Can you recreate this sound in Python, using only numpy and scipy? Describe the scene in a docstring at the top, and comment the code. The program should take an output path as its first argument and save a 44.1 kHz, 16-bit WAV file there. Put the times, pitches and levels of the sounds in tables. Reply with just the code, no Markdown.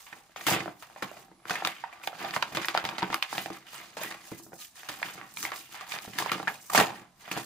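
"""Foil-lined paper bag handled.

A stiff bag is pulled open and handled on a wooden table in a small room, heard close by in stereo.
Creases snap: short jagged jolts ring a panel, crack paper and foil and thump the air in the bag.
Fingers and folds rub between them: band noise gated by tiny crinkles, coloured by panel and bag modes.
A thin rising whistle, a short diffuse room tail and steady room tone lie underneath."""
import sys
import numpy as np
from scipy import signal
from scipy.fft import rfft, irfft, next_fast_len
from scipy.io import wavfile
from scipy.ndimage import uniform_filter1d

SR = 44100
rng = np.random.default_rng(int(sys.argv[2]) if len(sys.argv) > 2 else 0)


def bounce(signal):
    """Save signal as a 16-bit WAV file at the path given by the first command-line argument."""
    frames = np.transpose(np.atleast_2d(signal))
    limited = np.clip(frames, -1, 1)
    pcm = np.round(limited * 32767).astype(np.int16)
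    wavfile.write(sys.argv[1], SR, pcm)


N = 328530   # samples

# creases snapping; thump, paper, foil and settling levels are against the peak of the panel body:
# start_s, peak_db, pitch_hz, thump_db, paper_db, foil_db, settle_db, settle_t60_s, jump_s
CREASE_SNAPS = [(0.066, -44, 1140, -60, 6, -24, -1, 0.87, 0.0024),
                (0.126, -31.5, 1750, -23, -39, -41, -5.5, 0.43, 0.007),
                (0.294, -52, 660, -2, -8, -30, -32, 0.23, 0.0021),
                (0.36, -29, 740, -26, -2, -22, -6.5, 0.52, 0.002),
                (0.409, -28, 1930, -24, -11, -30, -16, 0.22, 0.0031),
                (0.466, -18.5, 1190, -13.5, 4, 2.5, -4.5, 0.27, 0.005),
                (0.482, -20, 700, -20, -6, -11, 0, 0.4, 0.003),
                (0.498, -31, 1200, -9, -4, -12, -16, 0.3, 0.0027),
                (0.512, -19, 693, -4, -8, -39, -5.5, 0.27, 0.0029),
                (0.541, -26, 1180, 0.5, -9, -25, -22, 0.23, 0.0041),
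                (0.561, -23.5, 704, -3, -17, -33, -23, 0.21, 0.0032),
                (0.586, -30.5, 564, -4, -20, -30, -17, 0.3, 0.0041),
                (0.603, -25.5, 1750, -8.5, -8, -30, -9, 0.49, 0.0045),
                (0.657, -25.5, 736, -10.5, -20, -40, -8, 0.33, 0.0016),
                (0.677, -25.5, 730, -17, -27, -58, -8, 0.33, 0.0033),
                (0.823, -36.5, 1090, -30, -3, -13, -1.5, 0.22, 0.0055),
                (0.898, -41, 760, -25, -33, -24, -4, 0.56, 0.003),
                (0.96, -35.5, 740, -40, -11, -52, -2, 0.24, 0.0047),
                (1.023, -19.5, 1410, -15, -14, -23, -2, 0.17, 0.0048),
                (1.113, -35, 624, -17, -12, -8, -12.5, 1, 0.0026),
                (1.167, -38, 660, -14, -13, -18, -3.5, 0.42, 0.0043),
                (1.281, -49, 740, -9, -24, -50, -7.5, 0.3, 0.0046),
                (1.314, -46.5, 800, 0, -29, -47, -28.5, 0.3, 0.0023),
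                (1.399, -54, 1120, -18, -20, -43, -2, 0.4, 0.0056),
                (1.453, -29.5, 1410, -20, -28, -35, -6, 0.34, 0.0014),
                (1.495, -23.5, 1140, -32, 0, -16, -5, 0.52, 0.0065),
                (1.506, -16, 1510, -19, -13, -25, -4, 0.31, 0.0035),
                (1.553, -23, 1850, -39, -13, -23, -7, 0.4, 0.0069),
                (1.585, -30, 958, -28, -13, -25, -17, 0.35, 0.0026),
                (1.621, -22.5, 800, -19, -28, -31, -18, 0.18, 0.0038),
                (1.648, -16.5, 1140, -19.5, 2.5, -18, -12, 0.4, 0.0079),
                (1.671, -21.5, 755, -43, 7, 1, -25.5, 0.98, 0.0079),
                (1.837, -23.5, 900, -75, -17, -66, -9.5, 0.59, 0.0067),
                (1.926, -35, 1860, -48, -26, -29, -5, 0.58, 0.004),
                (2.035, -32.5, 2340, -30, -30, -15, -18, 0.3, 0.0078),
                (2.073, -19, 785, -24.5, 2, -17, -3.5, 0.055, 0.0031),
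                (2.128, -32.5, 720, -32, -23, -33, -25, 0.35, 0.0061),
                (2.213, -33, 800, -14, -16, -37, -13, 0.35, 0.003),
                (2.246, -30, 750, -11, 1, -35, -8, 0.22, 0.011),
                (2.307, -43, 820, -30, 16.5, -25, -14, 0.35, 0.0042),
                (2.337, -23, 1860, -35, -5, -22, -19, 0.22, 0.004),
                (2.362, -14.5, 1650, -22.5, -10, -49, -1, 0.11, 0.0032),
                (2.424, -16.5, 980, -28, 6, -23, -6, 0.085, 0.0043),
                (2.521, -36.5, 680, -12, -22, -19, 0, 0.47, 0.0039),
                (2.548, -27, 780, -13, 4, -7, -3.5, 0.37, 0.0042),
                (2.57, -27.5, 584, -11, 11.5, -28, 1, 0.22, 0.0067),
                (2.615, -28.5, 1520, -36, -1, -19, -1, 0.35, 0.0035),
                (2.645, -24.5, 1900, -37, 3, -25, -22, 0.3, 0.0039),
                (2.654, -36, 1060, -29, -11, 5, -2.5, 0.24, 0.0041),
                (2.683, -14.5, 1610, -22, 2.5, -19, -9, 0.2, 0.0035),
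                (2.743, -26.5, 2020, -25, -7, -29, 0, 0.24, 0.0033),
                (2.748, -12, 805, -42, -7.5, -42, -12, 0.43, 0.0019),
                (2.762, -41, 864, -21, 0, -9, -4, 0.28, 0.0046),
                (2.774, -10.5, 1400, -29, 0.5, -25, -13.5, 0.19, 0.0023),
                (2.84, -27.5, 800, -14, 0, -22, -0.5, 0.35, 0.0022),
                (2.85, -25, 870, -24, 5.5, -24, -4.5, 0.36, 0.0069),
                (2.888, -27.5, 890, -16, 6.5, -32, -2.5, 0.3, 0.0075),
                (2.925, -30.5, 950, -16, -13, -41, -3, 0.57, 0.0049),
                (2.981, -29, 760, -19, 4.5, -26, 1, 0.23, 0.0092),
                (3.021, -21.5, 885, -24, -5, -42, -10, 0.28, 0.0019),
                (3.027, -16.5, 1000, -6.5, -5.5, -45, -12.5, 0.37, 0.0053),
                (3.1, -23, 846, -10, -20, -42, -2, 0.25, 0.0023),
                (3.127, -23, 900, -29, 1, -35, -2, 0.12, 0.003),
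                (3.142, -12, 1340, -30, 1, -5, -24, 0.17, 0.0028),
                (3.224, -12.5, 2730, -87, -4, -20, -8, 0.11, 0.0032),
                (3.327, -20.5, 830, -16, -22, -27, -9, 0.37, 0.0022),
                (3.379, -23.5, 736, -11, 8.5, -12, -12, 0.49, 0.0063),
                (3.458, -24, 780, -16, -2, -33, -13, 0.36, 0.002),
                (3.48, -38, 766, -20, -14, -21, -18, 0.31, 0.0035),
                (3.501, -29.5, 750, -0.5, -23, -22, -24, 0.39, 0.0013),
                (3.667, -52.5, 1120, -40, 11, -2, 3, 0.84, 0.0027),
                (3.731, -41, 784, -31, -13, -9, -14, 0.35, 0.0035),
                (3.968, -28.5, 620, -21.5, -9, -20, -3, 0.84, 0.006),
                (4.013, -30.5, 630, -19, -17, -9, -8, 0.54, 0.0031),
                (4.033, -29.5, 2000, -27, -6, 1.5, -5, 0.23, 0.0033),
                (4.045, -24.5, 1840, -18, -11, -14, -24, 0.3, 0.0015),
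                (4.11, -29, 1730, -19, 0, -14, -7, 0.16, 0.0059),
                (4.121, -33, 1870, -15.5, 0.5, -23.5, -21, 0.27, 0.0036),
                (4.252, -43.5, 1740, -29, -10, -5, -7.5, 0.78, 0.0028),
                (4.316, -38, 780, 7, -27, -20, -5, 0.26, 0.0022),
                (4.397, -45.5, 734, 0, -21, -1, -19, 0.35, 0.0027),
                (4.463, -46.5, 680, 3, -19, -10, -15, 0.38, 0.0033),
                (4.519, -43, 660, -4, -28, -34, -14, 0.35, 0.0076),
                (4.53, -35.5, 587, -6, -41, -27, -9, 0.26, 0.0051),
                (4.564, -53, 686, -21, -7, 1, -22, 0.29, 0.0029),
                (4.755, -46, 1770, -37, -16, 3, -18, 0.35, 0.0031),
                (4.831, -33, 1640, -38, -11, -25, -7, 1, 0.0032),
                (4.887, -24, 4200, -36, -5, -8, -7, 0.13, 0.0053),
                (4.893, -36, 810, -11, 11, -0.5, 1.5, 0.18, 0.0062),
                (5.017, -31, 677, -35, -12, -9, -10, 0.4, 0.0018),
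                (5.027, -16.5, 1870, -29, -8, -19, -21, 1, 0.0037),
                (5.154, -43.5, 714, -6, -8, -13, -0.5, 0.31, 0.0043),
                (5.177, -36, 1200, -18, -13, -39, -2, 0.59, 0.0041),
                (5.212, -29, 1590, -35, -20, -52, -12, 0.48, 0.0021),
                (5.338, -53, 4450, -17, -14, 16, -13, 0.3, 0.0039),
                (5.37, -26.5, 2200, -42, -3, -15, -31, 0.23, 0.0023),
                (5.384, -43.5, 2080, -15, 0, 9, -0.5, 0.55, 0.0062),
                (5.427, -22.5, 5630, -40, -28, -7, -26, 0.3, 0.0012),
                (5.435, -33.5, 1600, -16, -1, -3, -2.5, 0.41, 0.0032),
                (5.45, -16.5, 2060, -43, -8, -15, -18, 0.5, 0.0018),
                (5.518, -23, 1400, -41, -6, -54, 5, 0.088, 0.0022),
                (5.559, -31, 4600, -21, -16, -7, -25, 0.35, 0.002),
                (5.691, -48.5, 785, -13, -6, 0, -9, 0.3, 0.0033),
                (5.743, -38, 890, -57, 0.5, -29, 2, 0.88, 0.0032),
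                (5.809, -35.5, 885, -39, -4, -27, 3.5, 0.14, 0.0059),
                (5.866, -47, 861, -42, 4, -11, 1, 0.39, 0.0035),
                (5.892, -44, 835, -41, 2, -15, -12.5, 0.35, 0.004),
                (5.919, -26, 2310, -43, -3, -17, -13, 0.42, 0.0066),
                (5.938, -28, 1190, -24, 4, -26, -0.5, 0.24, 0.0037),
                (5.986, -37.5, 825, -27, 14, -30, -22, 0.22, 0.0029),
                (6.048, -35, 766, -15, -12, -10, -15, 0.35, 0.0026),
                (6.077, -38, 750, -5, -28, -34, 6, 0.13, 0.0038),
                (6.133, -43.5, 830, -5, 3, -7, 1.5, 0.3, 0.0031),
                (6.156, -38, 1750, -25, 0, -34, -2, 0.55, 0.0043),
                (6.185, -15, 1650, -25, 1.5, -4, -14, 0.39, 0.0038),
                (6.2, -23.5, 810, -13, -20, -30, -18, 0.3, 0.0049),
                (6.222, -20, 1010, -16, -3, -25, -10, 0.65, 0.0037),
                (6.259, -21, 870, -16, -15, -28, -11, 0.35, 0.0029),
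                (6.293, -22, 2000, -41, -12, -40, -24, 0.31, 0.0052),
                (6.316, -15, 1170, -15, 2.5, -12, -6.5, 0.17, 0.0067),
                (6.353, -40, 604, 8.5, -25, -30, -22, 0.3, 0.0027),
                (6.38, -31.5, 774, -21, -16, -32, -3, 0.36, 0.003),
                (6.398, -22, 810, -13, -16, -30, -23, 0.35, 0.0043),
                (6.427, -28.5, 890, -9, -4, -13, -17, 1, 0.006),
                (6.472, -15.5, 1500, -19.5, -17, -33, -16.5, 0.37, 0.0027),
                (6.477, -14, 1630, -30.5, -18, -32, -4, 0.14, 0.0061),
                (6.698, -26.5, 1130, -27, -30, -10, -5.5, 0.59, 0.0064),
                (6.732, -24, 1130, -27, -7, 0, -3, 0.45, 0.0028),
                (6.747, -9.5, 820, -22, -10, -9, -5.5, 0.51, 0.0062),
                (6.776, -6.5, 1590, -16, -13, -15, -6.5, 0.23, 0.0022),
                (6.789, -19, 960, -23, -10, -20, -12, 0.17, 0.0031),
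                (6.809, -11, 786, -10.5, -18, -9, -22, 0.15, 0.0022),
                (6.903, -30, 780, -10.5, -19, -28, -5.5, 0.54, 0.0026),
                (7.017, -48, 780, -0.5, -11, -29, 3, 0.16, 0.004),
                (7.277, -34, 780, -25, -14, -27, -1.5, 0.45, 0.0066),
                (7.313, -21, 2320, -18, -13, -10, -5.5, 0.26, 0.0047),
                (7.365, -28.5, 710, -6.5, -12, -13, -8, 0.35, 0.0035),
                (7.373, -25.5, 760, -5.5, -7, -8, -11, 0.36, 0.0031)]
# air modes of the hollow bag: mode_hz, width_hz, level_db
BAG_MODES = [(186.4, 27, -1.5), (319.4, 30.7, 7.5), (411, 32, 0)]
JOLT_DELAY_S = 0.001503   # delay of each snap's jolt after its settling rustle begins
REFOLD_SHIFT, REFOLD_DB = 0.043, 2.5   # spread of mode pitch (share) and strength from snap to snap


def snaps():
    """A crease jumps in a few ms of jagged motion that drives panel, paper, foil and air; mid and side."""
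    size = 2400
    out, t = np.zeros((2, N + size)), np.arange(size) / SR
    for start_s, peak_db, pitch_hz, thump_db, paper_db, foil_db, _, _, jump_s in CREASE_SNAPS:
        white = rng.standard_normal((2, size))
        jagged = white * np.exp(-(t / jump_s) ** 1.6) * np.minimum(t / 0.0002, 1)
        jerk = 1.58 * np.sign(white[:, :1]) * pulse(t, 0.0001, 0.0001) * [[1], [0.6]]
        hit = panel_body(jagged + jerk, pitch_hz)
        hit = hit + amp(paper_db) * paper_crack(white, jerk, jump_s, t)
        hit = hit + amp(foil_db) * foil_crack(white, jump_s, t)
        hit = hit + amp(thump_db) * bag_thump(white, t)
        at = round((start_s + JOLT_DELAY_S) * SR)
        out[:, at:at + size] += amp(peak_db) * hit
    return out[:, :N]


def panel_body(jolt, pitch_hz):
    """The nearest panel rings at its pitch, dark above it, over the broad body of the wall."""
    panel = resonate(resonate(jolt, pitch_hz, 0.2 * pitch_hz), pitch_hz, 0.9 * pitch_hz)
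    # wall edges for a 1 kHz panel; they follow the panel pitch only in part
    wall_hz = np.array([635, 2060]) * (pitch_hz / 1000) ** 0.36
    return peak_one(peak_one(panel) + 0.9 * peak_one(band(jolt, *wall_hz, order=3)))


def paper_crack(white, jerk, jump_s, t):
    """Paper cracks on the first jerk and dies faster than the jump."""
    return peak_one(band(jerk + white * np.exp(-t / (0.26 * jump_s)), 1600, 4430, order=3))


def foil_crack(white, jump_s, t):
    """The foil lining cracks as a short bright burst, faster than the jump."""
    return peak_one(band(white * np.exp(-t / (0.38 * jump_s)), 4200, 20300, order=3))


def bag_thump(white, t):
    """A wall shoves the air in the bag smoothly and jaggedly; its modes answer slowly."""
    shove = 0.57 * pulse(t, 0.00052, 0.00043) * [[1], [0.4]]
    push = shove + white * np.exp(-t / 0.0069)
    uneven_db = REFOLD_DB * rng.standard_normal(len(BAG_MODES))
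    modes = [amp(level_db + uneven) * resonate(push, mode_hz, width_hz)
             for (mode_hz, width_hz, level_db), uneven in zip(BAG_MODES, uneven_db)]
    return peak_one(sum(modes))


# colour of the rustle: freq_hz, band_gain_db
SHEET_COLOUR = [(65, -28.5), (120, 2), (200, 1.5), (500, -9.5), (900, -6.5), (2800, -1), (5200, 3),
                (7500, 3), (10000, 2.5), (13000, -0.5), (17000, 5.5)]
# panel modes at rest: mode_hz, width_hz, level_db
PANEL_MODES = [(777, 70, 5.5), (1169, 26, 6), (1650, 50, 3.5), (2056, 114, 3.5), (2750, 86, 2.5)]
STEP = 32   # samples per value of the rustle power


def rustle():
    """Noise gated by crinkles, band by band: shared ones cross all bands, local ones stay in a region."""
    out, edges_hz = 0, 56 * 2 ** np.arange(0, 8.7, 0.5)
    shared = crinkles(per_s=250, spread_db=7.0, decay_s=0.0029)
    local = [crinkles(per_s=170, spread_db=3.0, decay_s=0.005) for _ in range(6)]
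    white = rng.standard_normal((2, 2, N))
    flicks = [white[k % 2] * moments(per_s=45) + 1e-18 for k in range(3)]
    for k, (low_hz, high_hz) in enumerate(zip(edges_hz, edges_hz[1:])):
        centre_hz = np.sqrt(low_hz * high_hz)
        gain = np.repeat(np.sqrt(rustle_power(centre_hz)), STEP)[:N]
        gain = gain * amp(at_hz(SHEET_COLOUR, centre_hz) - 9.5)
        gate = 0.52 + 0.2 * shared + 0.48 * local[k // 3]
        rub = rms_one(band(white[k % 2] * gate, low_hz, high_hz))
        # small facets of the sheet ring a few cycles when a crinkle flicks them
        facet_hz = low_hz * (high_hz / low_hz) ** rng.random()
        facets = rms_one(refolded(flicks[k % 3], facet_hz, 0.05 * facet_hz, 11))
        out = out + gain * (rub + 0.28 * facets)
    return out + sum(refolded(out, *mode) for mode in PANEL_MODES + BAG_MODES)


def crinkles(per_s, spread_db, decay_s):
    """Envelope of tiny creases at random moments, a few much larger than the rest."""
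    heights = amp(spread_db * np.minimum(rng.exponential(1, 5003), 4))
    creases = np.resize(heights, N) * moments(per_s)
    r = np.exp(-1 / (decay_s * SR))
    return rms_one(signal.lfilter([1], [1, -r], creases + 1e-18))


def moments(per_s):
    """Ones at random samples, zeros elsewhere."""
    marks = np.zeros(N)
    marks[(rng.random(int(per_s * N / SR)) * N).astype(int)] = 1
    return marks


def refolded(x, mode_hz, width_hz, level_db):
    """What one mode adds to the rustle; each snap refolds the bag and gives it a new pitch and strength."""
    cuts = [0] + [int(row[0] * SR) for row in CREASE_SNAPS] + [N]
    out, state = np.zeros_like(x), np.zeros((len(x), 2))
    r = np.exp(-np.pi * width_hz / SR)
    for start, end in zip(cuts, cuts[1:]):
        shift, uneven = rng.standard_normal(2)
        turn = 2 * np.pi * mode_hz * (1 + REFOLD_SHIFT * shift) / SR
        gain = (amp(level_db + REFOLD_DB * uneven) - 1) * (1 - r * r) / 2
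        out[:, start:end], state = signal.lfilter(
            [gain, 0, -gain], [1, -2 * r * np.cos(turn), r * r], x[:, start:end], zi=state)
    return out


# centres of hollow body, panels, paper, foil, top of the foil: freq_hz
REGION_HZ = [200, 800, 2600, 7500, 14000]
# how far each of these regions follows the foil: share
REGION_FOIL_SHARE = [0.17, 0.058, 0.22, 1.207, 1.21]


def rustle_power(centre_hz):
    """Powers of rubbing, slides and settling add up in the band; one value a STEP."""
    t = np.arange(0, N, STEP) / SR
    hollow, paper, foil = [at_hz(list(zip(REGION_HZ, share)), centre_hz)
                           for share in ([1, 0, 0, 0, 0], [0, 0, 1, 0, 0], REGION_FOIL_SHARE)]
    return (rubbing_power(t, hollow, paper, foil) + slide_power(t, hollow, foil)
            + settling_power(t, hollow, paper, foil))


# hands working the bag; hollow body, paper and foil are against the rubbing level:
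# time_s, level_db, hollow_db, paper_db, foil_db
HAND_RUBBING = [(0.0, -50, -23, -2.5, -4.5), (0.18, -70.5, -6, -7, 3), (0.41, -65, -13, 13, -9),
                (0.54, -26, -15, 6, -18.5), (0.77, -62, -14, -9, -8), (1.1, -45, -13, -2, -14),
                (1.28, -72, 8, -24, -20), (1.49, -49, -16, 3, -24), (1.64, -42.5, -32, 4, -13),
                (1.89, -59, -6, 8.5, -15), (2.07, -46.5, -26, -3, -18), (2.22, -34, -12, -2, -17),
                (2.78, -48, -12, 2, -11.5), (3.32, -48.5, -30, 8.5, -9.5), (3.5, -62.5, -3, -2, -16),
                (3.8, -41.5, -22, 1, -11.5), (3.92, -50.5, -11, 0.5, -12.5), (4.36, -56.5, -11, 2.5, 0),
                (4.44, -58, -2, -9.5, -6), (4.55, -57, -3, -18, -9), (4.62, -63.5, -15, 17, 16),
                (4.79, -73, -5, -9, -7), (5.0, -58, -1, -7, -6), (5.56, -69, 0, 13, 7),
                (6.22, -55.5, -2, 6.5, -0.5), (6.37, -40.5, -10, 2.5, -10.5), (6.53, -56, -33, -2, -20),
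                (6.89, -53, -14, -1, -12), (7.03, -67, 8, -5, -18), (7.14, -61.5, -6, -14, -14),
                (7.26, -46.5, -21, 2.5, -12.5), (7.45, -54.5, -11, 1, 4)]


def rubbing_power(t, hollow, paper, foil):
    """Hands rub the sheet without pause; level and balance glide from row to row."""
    time_s, level_db, hollow_db, paper_db, foil_db = np.transpose(HAND_RUBBING)
    band_db = level_db + hollow * hollow_db + paper * paper_db + foil * foil_db
    return amp(2 * np.interp(t, time_s, band_db))


# fingers sliding over the lining: start_s, length_s, foil_db, panels_db (against the foil)
FINGER_SLIDES = [(0.15, 0.063, -62, 4), (0.345, 0.2, -49.5, -1), (0.478, 0.082, -32.5, -2),
                 (0.712, 0.21, -64, 1), (0.78, 0.054, -57, -5), (1.163, 0.097, -58, -3),
                 (1.454, 0.091, -51, 8), (1.614, 0.03, -65, -2), (2.012, 0.08, -48.5, 4.5),
                 (2.161, 0.16, -57, 27.5), (2.318, 0.072, -43.5, 9), (2.51, 0.031, -59, -3),
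                 (3.105, 0.063, -52.5, 21), (3.264, 0.21, -45, 9), (3.498, 0.098, -54.5, 14.5),
                 (3.686, 0.12, -50.5, 5), (3.962, 0.17, -46.5, 8.5), (4.208, 0.14, -54, -10),
                 (4.366, 0.038, -51, -6), (4.402, 0.095, -54.5, -26), (4.517, 0.07, -56, -23),
                 (4.555, 0.12, -50, -8), (4.716, 0.17, -53.5, 6), (4.87, 0.17, -51, 8.5),
                 (5.018, 0.12, -49, 11), (5.127, 0.023, -48.5, -2), (5.21, 0.27, -63, -15),
                 (5.338, 0.12, -43, -15), (5.402, 0.074, -40, -4), (5.496, 0.16, -49, 2.5),
                 (5.683, 0.11, -53, 6.5), (5.859, 0.13, -47.5, 6.5), (5.993, 0.1, -49, -1),
                 (6.153, 0.098, -45, 12), (6.44, 0.18, -54, 7), (6.58, 0.089, -53, -26),
                 (6.636, 0.1, -51, -32), (6.715, 0.051, -38.5, 3), (6.766, 0.078, -35.5, 16.5),
                 (6.904, 0.13, -59, 9.5), (7.167, 0.097, -63, 1), (7.33, 0.092, -53.5, 21)]


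def slide_power(t, hollow, foil):
    """Each slide swells over a third of its length and fades from 0.59 to 1.41 lengths."""
    power = 0
    for start_s, length_s, foil_db, panels_db in FINGER_SLIDES:
        done = (t - start_s) / length_s
        shape = np.clip(np.minimum(done / 0.33, (1 - done) / 0.82 + 0.5), 0, 1)
        # the hollow body lies 19.5 dB under the panels
        gain = amp(foil_db + max(1 - foil, 0) * panels_db + hollow * -19.5)
        power = power + (shape ** 2 * gain) ** 2
    return power


def settling_power(t, hollow, paper, foil):
    """The sheet settles with each snap, coloured by its thump and cracks; the foil dies faster."""
    power = np.zeros(len(t))
    for start_s, peak_db, _, thump_db, paper_db, foil_db, settle_db, t60_s, _ in CREASE_SNAPS:
        at = int(start_s * SR / STEP)
        after_s = t[at:at + 600] - t[at]
        start_db = (peak_db + settle_db + hollow * 0.81 * thump_db
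                    + paper * 0.37 * paper_db + foil * (0.5 * foil_db - 5))
        fade_db = 60 * after_s / t60_s * (1 + 0.61 * foil)
        rise = np.minimum(after_s / 0.00035, 1)
        power[at:at + 600] += amp(2 * (start_db - fade_db)) * rise ** 2
    return power


# thin rising whistle: time_s, pitch_hz, level_db
WHISTLE = [(1.335, 10480, -80), (1.37, 10480, -74), (1.41, 10650, -74), (1.45, 11300, -70),
           (1.49, 11600, -69)]


def squeak():
    """A faint sine glides along the pitch table, with 13 ms fades."""
    time_s, pitch_hz, level_db = np.transpose(WHISTLE)
    t = np.arange(N) / SR
    fade = np.clip(np.minimum(t - time_s[0], time_s[-1] - t) / 0.013, 0, 1)
    phase = 2 * np.pi * np.cumsum(np.interp(t, time_s, pitch_hz)) / SR
    return fade * amp(np.interp(t, time_s, level_db)) * np.sin(phase)


# reverberation time of the small room: freq_hz, t60_s
ROOM_DECAY = [(100, 0.029), (400, 0.28), (1000, 0.15), (2800, 0.13), (7300, 0.043), (15000, 0.27)]


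def room(x):
    """Diffuse tail: noise dying band by band, its own in mid and side."""
    t, edges_hz, tail = np.arange(SR // 3) / SR, 60 * 2 ** np.arange(0, 8.1, 1), 0
    for low_hz, high_hz in zip(edges_hz, edges_hz[1:]):
        decay = amp(-60 * t / at_hz(ROOM_DECAY, np.sqrt(low_hz * high_hz)))
        tail = tail + band(rng.standard_normal((2, len(t))), low_hz, high_hz) * decay
    tail = tail * np.clip(t / 0.000063 - 0.5, 0, 1)   # silent for the first 0.03 ms
    tail = tail / np.sqrt(np.sum(tail[0] ** 2))
    return signal.oaconvolve(x[None], tail, axes=1)[:, :N]


# colour of the room tone: freq_hz, relative_db (per Hz)
TONE_COLOUR = [(15, -47.5), (25, -5.5), (270, -7), (451, -61), (641, -7), (1260, -14), (1370, -33),
               (4000, -18), (10700, -24.5), (16000, -37)]


def room_tone():
    """Steady coloured noise at -69.5 dB rms, independent in mid and side."""
    return amp(-69.5) * rms_one(colour(rng.standard_normal((2, N)), TONE_COLOUR))


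def amp(db):
    """Decibels to gain."""
    return 10 ** (np.asarray(db) / 20)


def rms_one(x):
    """Scale to unit rms."""
    return x / np.sqrt(np.mean(x ** 2) + 1e-20)


def peak_one(x):
    """Scale so that the first row peaks at 1."""
    return x / np.abs(x[0]).max()


def pulse(t, scale_s, decay_s):
    """One smooth push that rises at once and falls away."""
    return (t / scale_s) * np.exp(1 - t / decay_s)


def at_hz(points, hz):
    """Read a table on a log-frequency axis."""
    freq_hz, value = np.transpose(points)
    return np.interp(np.log(hz), np.log(np.maximum(freq_hz, 1)), value)


def colour(x, points):
    """Shape a spectrum by a table in dB."""
    size = next_fast_len(x.shape[-1])
    hz = np.maximum(np.arange(size // 2 + 1) * SR / size, 1)
    return irfft(rfft(x, size) * amp(at_hz(points, hz)), size)[..., :x.shape[-1]]


def resonate(x, hz, width_hz):
    """Two-pole resonance with gain 1 on top."""
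    r = np.exp(-np.pi * width_hz / SR)
    turn = 2 * np.pi * hz / SR
    return signal.lfilter([(1 - r * r) / 2, 0, (r * r - 1) / 2], [1, -2 * r * np.cos(turn), r * r], x)


def band(x, low_hz, high_hz, order=2):
    """Butterworth band-pass."""
    return signal.sosfilt(signal.butter(order, [low_hz, high_hz], "band", fs=SR, output="sos"), x)


# stereo width: freq_hz, side_gain_db
SIDE_GAIN = [(60, -4), (125, -9.5), (250, -12), (500, -8.5), (1000, -6.5), (2000, -4), (4000, -2.5),
             (8000, 0.5), (15000, -1)]
LEFT_DB = -0.88   # the right gets the opposite
LEAD_S = 0.00004   # the bag is a little nearer the left microphone


def scene():
    """Bag, room and room tone as mid and side, then left and right."""
    hits, rub = snaps(), rustle()
    mid, side = hits + rub + room(amp(-10.0) * hits[0] + amp(-12.5) * rub[0])
    tone = room_tone()
    mid, side = mid + squeak() + tone[0], colour(side + tone[1], SIDE_GAIN)
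    # a small lead in arrival shows in the side as the slope of the low mid
    side = side + LEAD_S / 2 * SR * np.gradient(uniform_filter1d(mid, size=9))
    return np.array([(mid + side) * amp(LEFT_DB), (mid - side) * amp(-LEFT_DB)])


def record(dry):
    """The loudest peaks are rounded, the top is cut steeply."""
    rounded = 0.85 * np.tanh(dry / 0.85)
    return signal.sosfilt(signal.cheby2(20, 60, 15900, fs=SR, output="sos"), rounded)


dry = scene()
out = record(dry)
bounce(out)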